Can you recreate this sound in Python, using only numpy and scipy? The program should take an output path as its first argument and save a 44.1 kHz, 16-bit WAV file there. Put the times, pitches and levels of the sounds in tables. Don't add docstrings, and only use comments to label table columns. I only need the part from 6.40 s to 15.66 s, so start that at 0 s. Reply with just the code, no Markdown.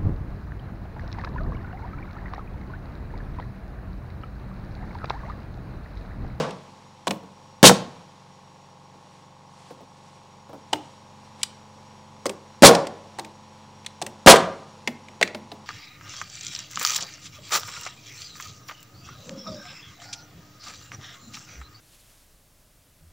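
import sys
import numpy as np
from scipy import signal
from scipy.fft import rfft, irfft, next_fast_len
from scipy.io import wavfile
from scipy.ndimage import map_coordinates

SR = 44100
rng = np.random.default_rng(int(sys.argv[2]) if len(sys.argv) > 2 else 0)


def generate_wav(sig):
    pcm = np.round(np.clip(np.atleast_2d(sig).T, -1, 1) * 32767).astype(np.int16)
    wavfile.write(sys.argv[1], SR, pcm)


N = 408366
LEAD = SR
AGE = np.arange(SR) / SR
SHORT = 2 ** 14

# t/s, driver blow level/dB, timber boom level/dB, boom centre f/Hz, joist thud level/dB,
# ring time ratio, room level/dB, piston return delay/s, return level/dB
SHOT_EVENTS = [(-.135, 5, 3, 957, -2, 1.16, -14.5, 0.065, 2), (1.2293, 3, 2.5, 450, -4, 0.73, -17, .065, 1),
               (6.2226, 0, 11, 488.4, -7, 0.86, -14, .07, 2),
               (7.862, -0.5, 9.5, 1030, -8, 1.03, -14.5, 0.077, 0.5)]
# f/Hz, relative level/dB
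KNOCK_SPECTRUM = [(60, -35), (200, -7), (400, 1.5), (900, -0.5), (1500, -11), (4000, -34.5)]
# f/Hz, relative level/dB
THUD_SPECTRUM = [(40, -39), (90, -12), (170, 0.5), (330, -1.5), (480, -8), (750, -14.5), (1500, -35.5)]
# t/s, share of the way from the wall out over the beams (0-1)
REACH_POINTS = [(0, .25), (1.3, 0.42), (1.9, 0), (3.2, 0), (4.9, .85), (6.4, 1), (9.26, 0.98)]


def amp(db):
    return 10 ** (np.asarray(db) / 20)


def unit(x):
    return x / np.sqrt(np.mean(x ** 2) + 1e-20)


def along(points, hz):
    f, v = np.transpose(points)
    return np.interp(np.log(hz + 1), np.log(f + 1), v)


def curve(rows):
    return np.interp(np.arange(N) / SR, *np.transpose(rows))


def wobble(rate):
    knots = rng.standard_normal(int(N * rate / SR) + 4)
    steps = map_coordinates(knots, [np.arange(0, N, 100) * rate / SR])
    return steps.repeat(100)[:N]


def noise(spectrum, size=SR):
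    hz = np.fft.rfftfreq(size, 1 / SR)
    phases = np.exp(2j * np.pi * rng.random(len(hz)))
    return unit(irfft(amp(along(spectrum, hz)) * phases, size))


def fade(t60, attack):
    return np.exp(-np.log(1000) * AGE / t60) * (1 - np.exp(-AGE / attack))


def burst(spectrum, envelope, peak_hz=1000, peak_db=0, q=5):
    hz = np.fft.rfftfreq(SHORT, 1 / SR)
    cepstrum = irfft(np.log(amp(along(spectrum, hz))))
    fold = np.r_[1, np.full(SHORT // 2 - 1, 2), np.zeros(SHORT // 2)]
    body = np.exp(rfft(cepstrum * fold))
    damping = 1j * hz * peak_hz / q
    resonance = damping / (peak_hz ** 2 - hz ** 2 + damping)
    force = rng.standard_normal(SHORT) * envelope[:SHORT]
    sound = irfft(rfft(force) * body * (1 + (amp(peak_db) - 1) * resonance))
    return np.pad(sound, (0, SR - SHORT)) * np.linalg.norm(envelope) / np.linalg.norm(sound)


def ring(modes, life, attack, scatter_db):
    hz, db, t60 = np.transpose(modes)[:, :, None]
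    size = amp(db + scatter_db * rng.standard_normal(db.shape))
    waves = np.sin(2 * np.pi * (hz * AGE + rng.random(hz.shape))) * fade(t60 * life, attack)
    return (size * waves).sum(0) / np.linalg.norm(size)


def add(track, s, sound):
    part = track[LEAD + round(s * SR):][:len(sound)]
    part += sound[:len(part)]


def in_loft(x, wet_db, gap=.006, late_db=-24):
    # f/Hz, t60/s
    loft_decay = [(60, 0.66), (200, 0.42), (600, 0.47), (1200, 0.43), (2500, .36), (6000, 0.3),
                  (10000, .21), (16000, 0.19)]
    hz, t, z = signal.stft(rng.standard_normal(SR), SR, nperseg=256)
    decay = np.exp(-np.log(1000) * t / along(loft_decay, hz)[:, None])
    tail = signal.istft(z * (decay + amp(late_db) * np.sqrt(decay)), SR, nperseg=256)[1][:SR]
    tail = tail * (1 - np.exp(-(AGE / gap) ** 2))
    return x + amp(wet_db) * signal.fftconvolve(x, tail / np.linalg.norm(tail))[:SR]


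def shots(drive_delay=.009, vent_peak=0.036, vent_rise=0.023, vent_fall=0.025, bounce=.018, bounce_db=-6):
    # f/Hz, relative level/dB
    blow_spectrum = [(25, -30), (70, -14.5), (200, 8.5), (500, 3.5), (1000, -12), (2000, -16),
                     (8000, -23.5), (16000, -35)]
    # f/Hz, relative level/dB
    boom_spectrum = [(25, -42.5), (80, -19.5), (170, -7.5), (500, 0.5), (1100, -5.5), (1700, -10.5),
                     (4000, -19), (9000, -26), (16000, -44.5)]
    # f/Hz, relative level/dB
    exhaust_spectrum = [(200, -10.5), (1000, -7), (2200, -2.5), (3500, 3.5), (7500, -0.5), (9800, -4),
                        (11500, -13.5), (16000, -22.5)]
    # f/Hz, relative level/dB, t60/s at ring time ratio 1
    timber_modes = [(177, -2, .4), (228, -6, .3), (323, -3, .28), (385, -6, .3), (470, 0, .34),
                    (580, -3, .32), (654, -4, .32), (749, -4, .3), (941, -5, .28), (1082, -3, .3),
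                    (1137, -7, .3), (1300, -8, .28), (1600, -11, .24), (1680, -10, .24)]
    exhaust_db = -2.5
    track = np.zeros(LEAD + N)
    for s, blow_db, boom_db, boom_hz, joist_db, life, room_db, back, back_db in SHOT_EVENTS:
        blow = burst(blow_spectrum, fade(t60=0.03, attack=0.00014))
        add(track, s, amp(blow_db) * in_loft(blow, wet_db=-16.0))

        boom = burst(boom_spectrum, fade(t60=0.15 * life, attack=0.0014), boom_hz, peak_db=5, q=0.81)
        beam = amp(-13.5) * ring(timber_modes, life, attack=0.0018, scatter_db=0.5)
        add(track, s + drive_delay, amp(boom_db) * in_loft(boom + beam, room_db))

        joists = burst(THUD_SPECTRUM, fade(t60=0.17, attack=0.0073), peak_hz=162.5, peak_db=18.0, q=3.6)
        add(track, s + drive_delay, amp(joist_db) * in_loft(joists, wet_db=-10.0))

        flow = np.exp(-((AGE - vent_peak) / np.where(AGE < vent_peak, vent_rise, vent_fall)) ** 2)
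        add(track, s, amp(exhaust_db) * in_loft(noise(exhaust_spectrum) * flow, wet_db=-18.5))

        for delay, db in (back, back_db), (back + bounce, back_db + bounce_db):
            thump = burst(KNOCK_SPECTRUM, fade(t60=0.03, attack=0.00065), peak_hz=477.0, peak_db=11, q=15)
            add(track, s + delay, amp(db) * in_loft(thump, room_db))
    return track[LEAD:]


def wood(db, knock_hz, thud_hz, thud_db, thud_cycles=34):
    gentle_db = -35
    gentle = 1 / (1 + amp(db - gentle_db) ** 2)
    contact = fade(t60=.046 + 0.044 * gentle, attack=.0004 + 0.0046 * gentle)
    knock = burst(KNOCK_SPECTRUM, contact, knock_hz, peak_db=12.5, q=5)
    thud = burst(THUD_SPECTRUM, fade(thud_cycles / thud_hz, attack=0.0056), thud_hz, peak_db=11.5, q=9)
    return amp(db) * (in_loft(knock, wet_db=-14) + amp(thud_db) * in_loft(thud, wet_db=-9))


def steel(clack_db, clack_hz, tick_db):
    # f/Hz, relative level/dB
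    clack_spectrum = [(300, -18.5), (1200, -6.5), (2000, 1), (4000, -1.5), (6000, -6), (10000, -21),
                      (16000, -37.5)]
    # f/Hz, relative level/dB
    tick_spectrum = [(1000, -23), (3500, -8.5), (5000, -2.5), (8500, 2), (10000, -9), (11500, -16),
                     (16000, -21.5)]
    # f/Hz, relative level/dB before scatter, t60/s
    body_modes = [(2137, 0, .03), (2875, -1, .022), (3348, -2, .028), (5033, -2, .03), (6729, -4, .028),
                  (8096, -3, .025)]
    clack = burst(clack_spectrum, fade(t60=0.024, attack=0.0012), clack_hz, peak_db=8.5, q=3.9)
    body = amp(-15.5) * ring(body_modes, 1, attack=0.00078, scatter_db=8.0)
    tick = burst(tick_spectrum, fade(t60=0.017, attack=0.00076))
    return amp(clack_db) * in_loft(clack + body + amp(tick_db) * tick, wet_db=-19.5)


def landings():
    # t/s, nose knock level/dB, nose knock f/Hz, thud f/Hz, magazine clack level/dB,
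    # magazine clack f/Hz, tick level over clack/dB, clap delay/s, settle delay/s, settle loss under landing/dB
    set_downs = [(0.6698, -15.5, 1000, 197, -16, 3710, -6, 0.0068, .0378, 0),
                 (4.3294, -16, 920, 323, -11, 3150, -10, 0.0022, .028, 23),
                 (5.8563, -15.5, 550, 380, -20.5, 4700, 1, 0.0074, 0.038, 4),
                 (6.786, -23.5, 850, 333.3, -24, 3850, -4, 0.008, .0608, 8.5),
                 (7.6156, -22, 745, 369, -22, 4070, 1, .0062, .0486, 3.5),
                 (8.8122, -14.5, 620, 352, -1.5, 2026, -28.5, 0.014, 0.063, 21.5)]
    nose_hz, nose_db, nose_thud_db = 1500, -4.5, -17.5
    clap_db, clap_ratio, clap_thud_db = -7.5, .7, -3
    settle_clack_hz, settle_knock_hz, settle_knock_db, settle_thud_db = 2300, 557, -6, -2
    track = np.zeros(LEAD + N)
    for s, knock_db, knock_hz, thud_hz, clack_db, clack_hz, tick_db, clap, settle, loss_db in set_downs:
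        add(track, s, wood(knock_db, knock_hz, thud_hz, nose_thud_db))
        add(track, s, steel((knock_db + clack_db) / 2 + nose_db, nose_hz, tick_db))
        add(track, s + clap, wood(knock_db + clap_db, knock_hz * clap_ratio, thud_hz, clap_thud_db))
        add(track, s + clap, steel(clack_db, clack_hz, tick_db))
        rock_db = knock_db - loss_db + settle_knock_db
        add(track, s + settle, wood(rock_db, settle_knock_hz, thud_hz, settle_thud_db))
        add(track, s + settle, steel(clack_db - loss_db, settle_clack_hz, tick_db))
    return track[LEAD:]


def nose_taps():
    # t/s, knock level/dB, clack level/dB, clack f/Hz
    tap_events = [(8.4742, -23, -11, 2170), (8.6837, -45.5, -33.5, 2170), (8.9466, -27.5, -24, 1730),
                  (9.1167, -32.5, -29.5, 4060)]
    track = np.zeros(LEAD + N)
    for s, knock_db, clack_db, clack_hz in tap_events:
        knock = wood(knock_db, knock_hz=620, thud_hz=226.7, thud_db=-4.5)
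        add(track, s, knock + steel(clack_db, clack_hz, tick_db=-19.5))
    return track[LEAD:]


def rattles():
    # t/s, clack level/dB, clack f/Hz, tick level over clack/dB
    snap_events = [(.1072, -32.5, 3150, -8), (5.031, -12.5, 4870, 2.5), (6.3495, -11, 5700, -7.5),
                   (6.4692, -26.5, 4730, -3), (7.4626, -21.5, 4000, -4.5), (7.959, -13, 2370, -3.5),
                   (7.966, -16, 3230, -5.5)]
    slip_s = .016
    track = np.zeros(LEAD + N)
    for s, db, hz, tick_db in snap_events:
        add(track, s - slip_s, steel(clack_db=-38.5, clack_hz=2400, tick_db=-11.5))
        add(track, s, steel(db, hz, tick_db))
    return track[LEAD:]


def floor_bumps():
    # t/s, knock level/dB
    bump_events = [(0.8277, -37.5), (2.5437, -44.5), (3.3043, -32), (3.4043, -37.5), (4.09, -36),
                   (4.13, -31.5), (4.1463, -40)]
    track = np.zeros(LEAD + N)
    for s, db in bump_events:
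        bump = wood(db, knock_hz=490, thud_hz=273, thud_db=-8)
        jiggle = steel(db - 17.5, clack_hz=1400, tick_db=-22)
        add(track, s, bump + jiggle)
    return track[LEAD:]


def rustles(flutter_db=2):
    # middle t/s, half length/s, level/dB before flutter
    swell_events = [(2.716, .13, -61.5), (3.25, 0.13, -56.5), (3.64, .2, -61.5), (4.434, 0.16, -58.5),
                    (4.86, .03, -59), (5.002, 0.029, -52)]
    # f/Hz, relative level/dB
    cloth_spectrum = [(100, -9), (600, 6.5), (1600, -2), (4000, 0), (9000, -8), (12000, -26), (16000, -36)]
    t = np.arange(N) / SR
    swell = sum(amp(db) * np.exp(-((t - s) / half) ** 2) for s, half, db in swell_events)
    cloth = noise(cloth_spectrum, size=next_fast_len(N))[:N]
    return swell * amp(flutter_db * wobble(25)) * cloth


def compressor(scatter_db=2, waver_db=-0.5, drift=0.00054, count=66):
    # order, level by the wall/dB, level out over the beams/dB
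    strong_orders = [(4, -65, -58), (6, -60, -59.5), (8, -61, -73.5), (9, -68.5, -56), (22, -65, -64),
                     (35, -61, -61), (41, -63.5, -68), (42, -70.5, -59.5), (46, -63, -64.5)]
    # f/Hz, level per line/dB before scatter
    casing = [(20, -113), (47, -73.5), (70, -84), (120, -68.5), (190, -67.5), (240, -77), (700, -79),
              (770, -77.5), (820, -64.5), (1000, -70.5), (1130, -72.5), (1220, -80), (1550, -90.5)]
    shaft_hz = 23.58
    turns = np.cumsum(shaft_hz * (1 + drift * wobble(0.87))) / SR
    orders = np.arange(count)
    grid = np.linspace(0, 1, 2048)
    smear = np.where(orders * shaft_hz > 700, .58, 1)
    phases = (smear * rng.random(count))[:, None]
    waves = np.sqrt(2) * np.sin(2 * np.pi * (np.outer(orders, grid) + phases))
    reach = np.clip(curve(REACH_POINTS), 0, 1)
    strong, *spots = np.transpose(strong_orders)
    drone = np.zeros(N)
    for strong_db, share in zip(spots, (1 - reach, reach)):
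        db = along(casing, orders * shaft_hz) + scatter_db * rng.standard_normal(count)
        db[np.round(strong).astype(int)] = strong_db
        drone += share * np.interp(turns % 1, grid, amp(db) @ waves)
    return amp(waver_db * wobble(4)) * drone


def air(width_hz=85):
    # f/Hz, relative level/dB
    hiss_spectrum = [(20, -27), (70, -10.5), (120, 9.5), (250, 4), (600, 4.5), (1050, 2), (1500, -3),
                     (2200, -3.5), (4200, -4.5), (6800, -11), (8500, -16.5), (10500, -21), (12500, -32),
                     (16000, -38)]
    # f/Hz, level over the hiss/dB
    whistles = [(5620, -12.5), (6750, -18), (7850, -25.5)]
    hiss_db, hiss_reach_db = -57, 3
    refill_db, refill_db_per_s = -47.5, 23
    size, t = next_fast_len(N), np.arange(N) / SR
    hiss = noise(hiss_spectrum, size=size)[:N]
    for hz, db in whistles:
        narrow = [(hz - 4 * width_hz, -40), (hz, 0), (hz + 4 * width_hz, -40)]
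        hiss = hiss + amp(db) * noise(narrow, size=size)[:N]
    leak = amp(hiss_db + hiss_reach_db * curve(REACH_POINTS) + .4 * wobble(8.9)) * hiss
    refill = sum((t > s) * amp(refill_db - refill_db_per_s * np.abs(t - s)) for s, *_ in SHOT_EVENTS)
    return leak + refill * noise(hiss_spectrum, size=size)[:N]


def scene():
    nailer = shots() + landings() + nose_taps() + rattles()
    worker = floor_bumps() + rustles()
    mono = nailer + worker + compressor() + air()
    return np.array([mono, mono])


def record(dry):
    top_hz = 16000
    clipped = dry / (1 + dry ** 8) ** (1 / 8)
    size = next_fast_len(N + SR // 2)
    passband = np.clip((top_hz - np.fft.rfftfreq(size, 1 / SR)) / 300 + .5, 0, 1)
    return irfft(rfft(clipped, size) * passband, size)[:, :N]


dry = scene()
out = record(dry)
generate_wav(out)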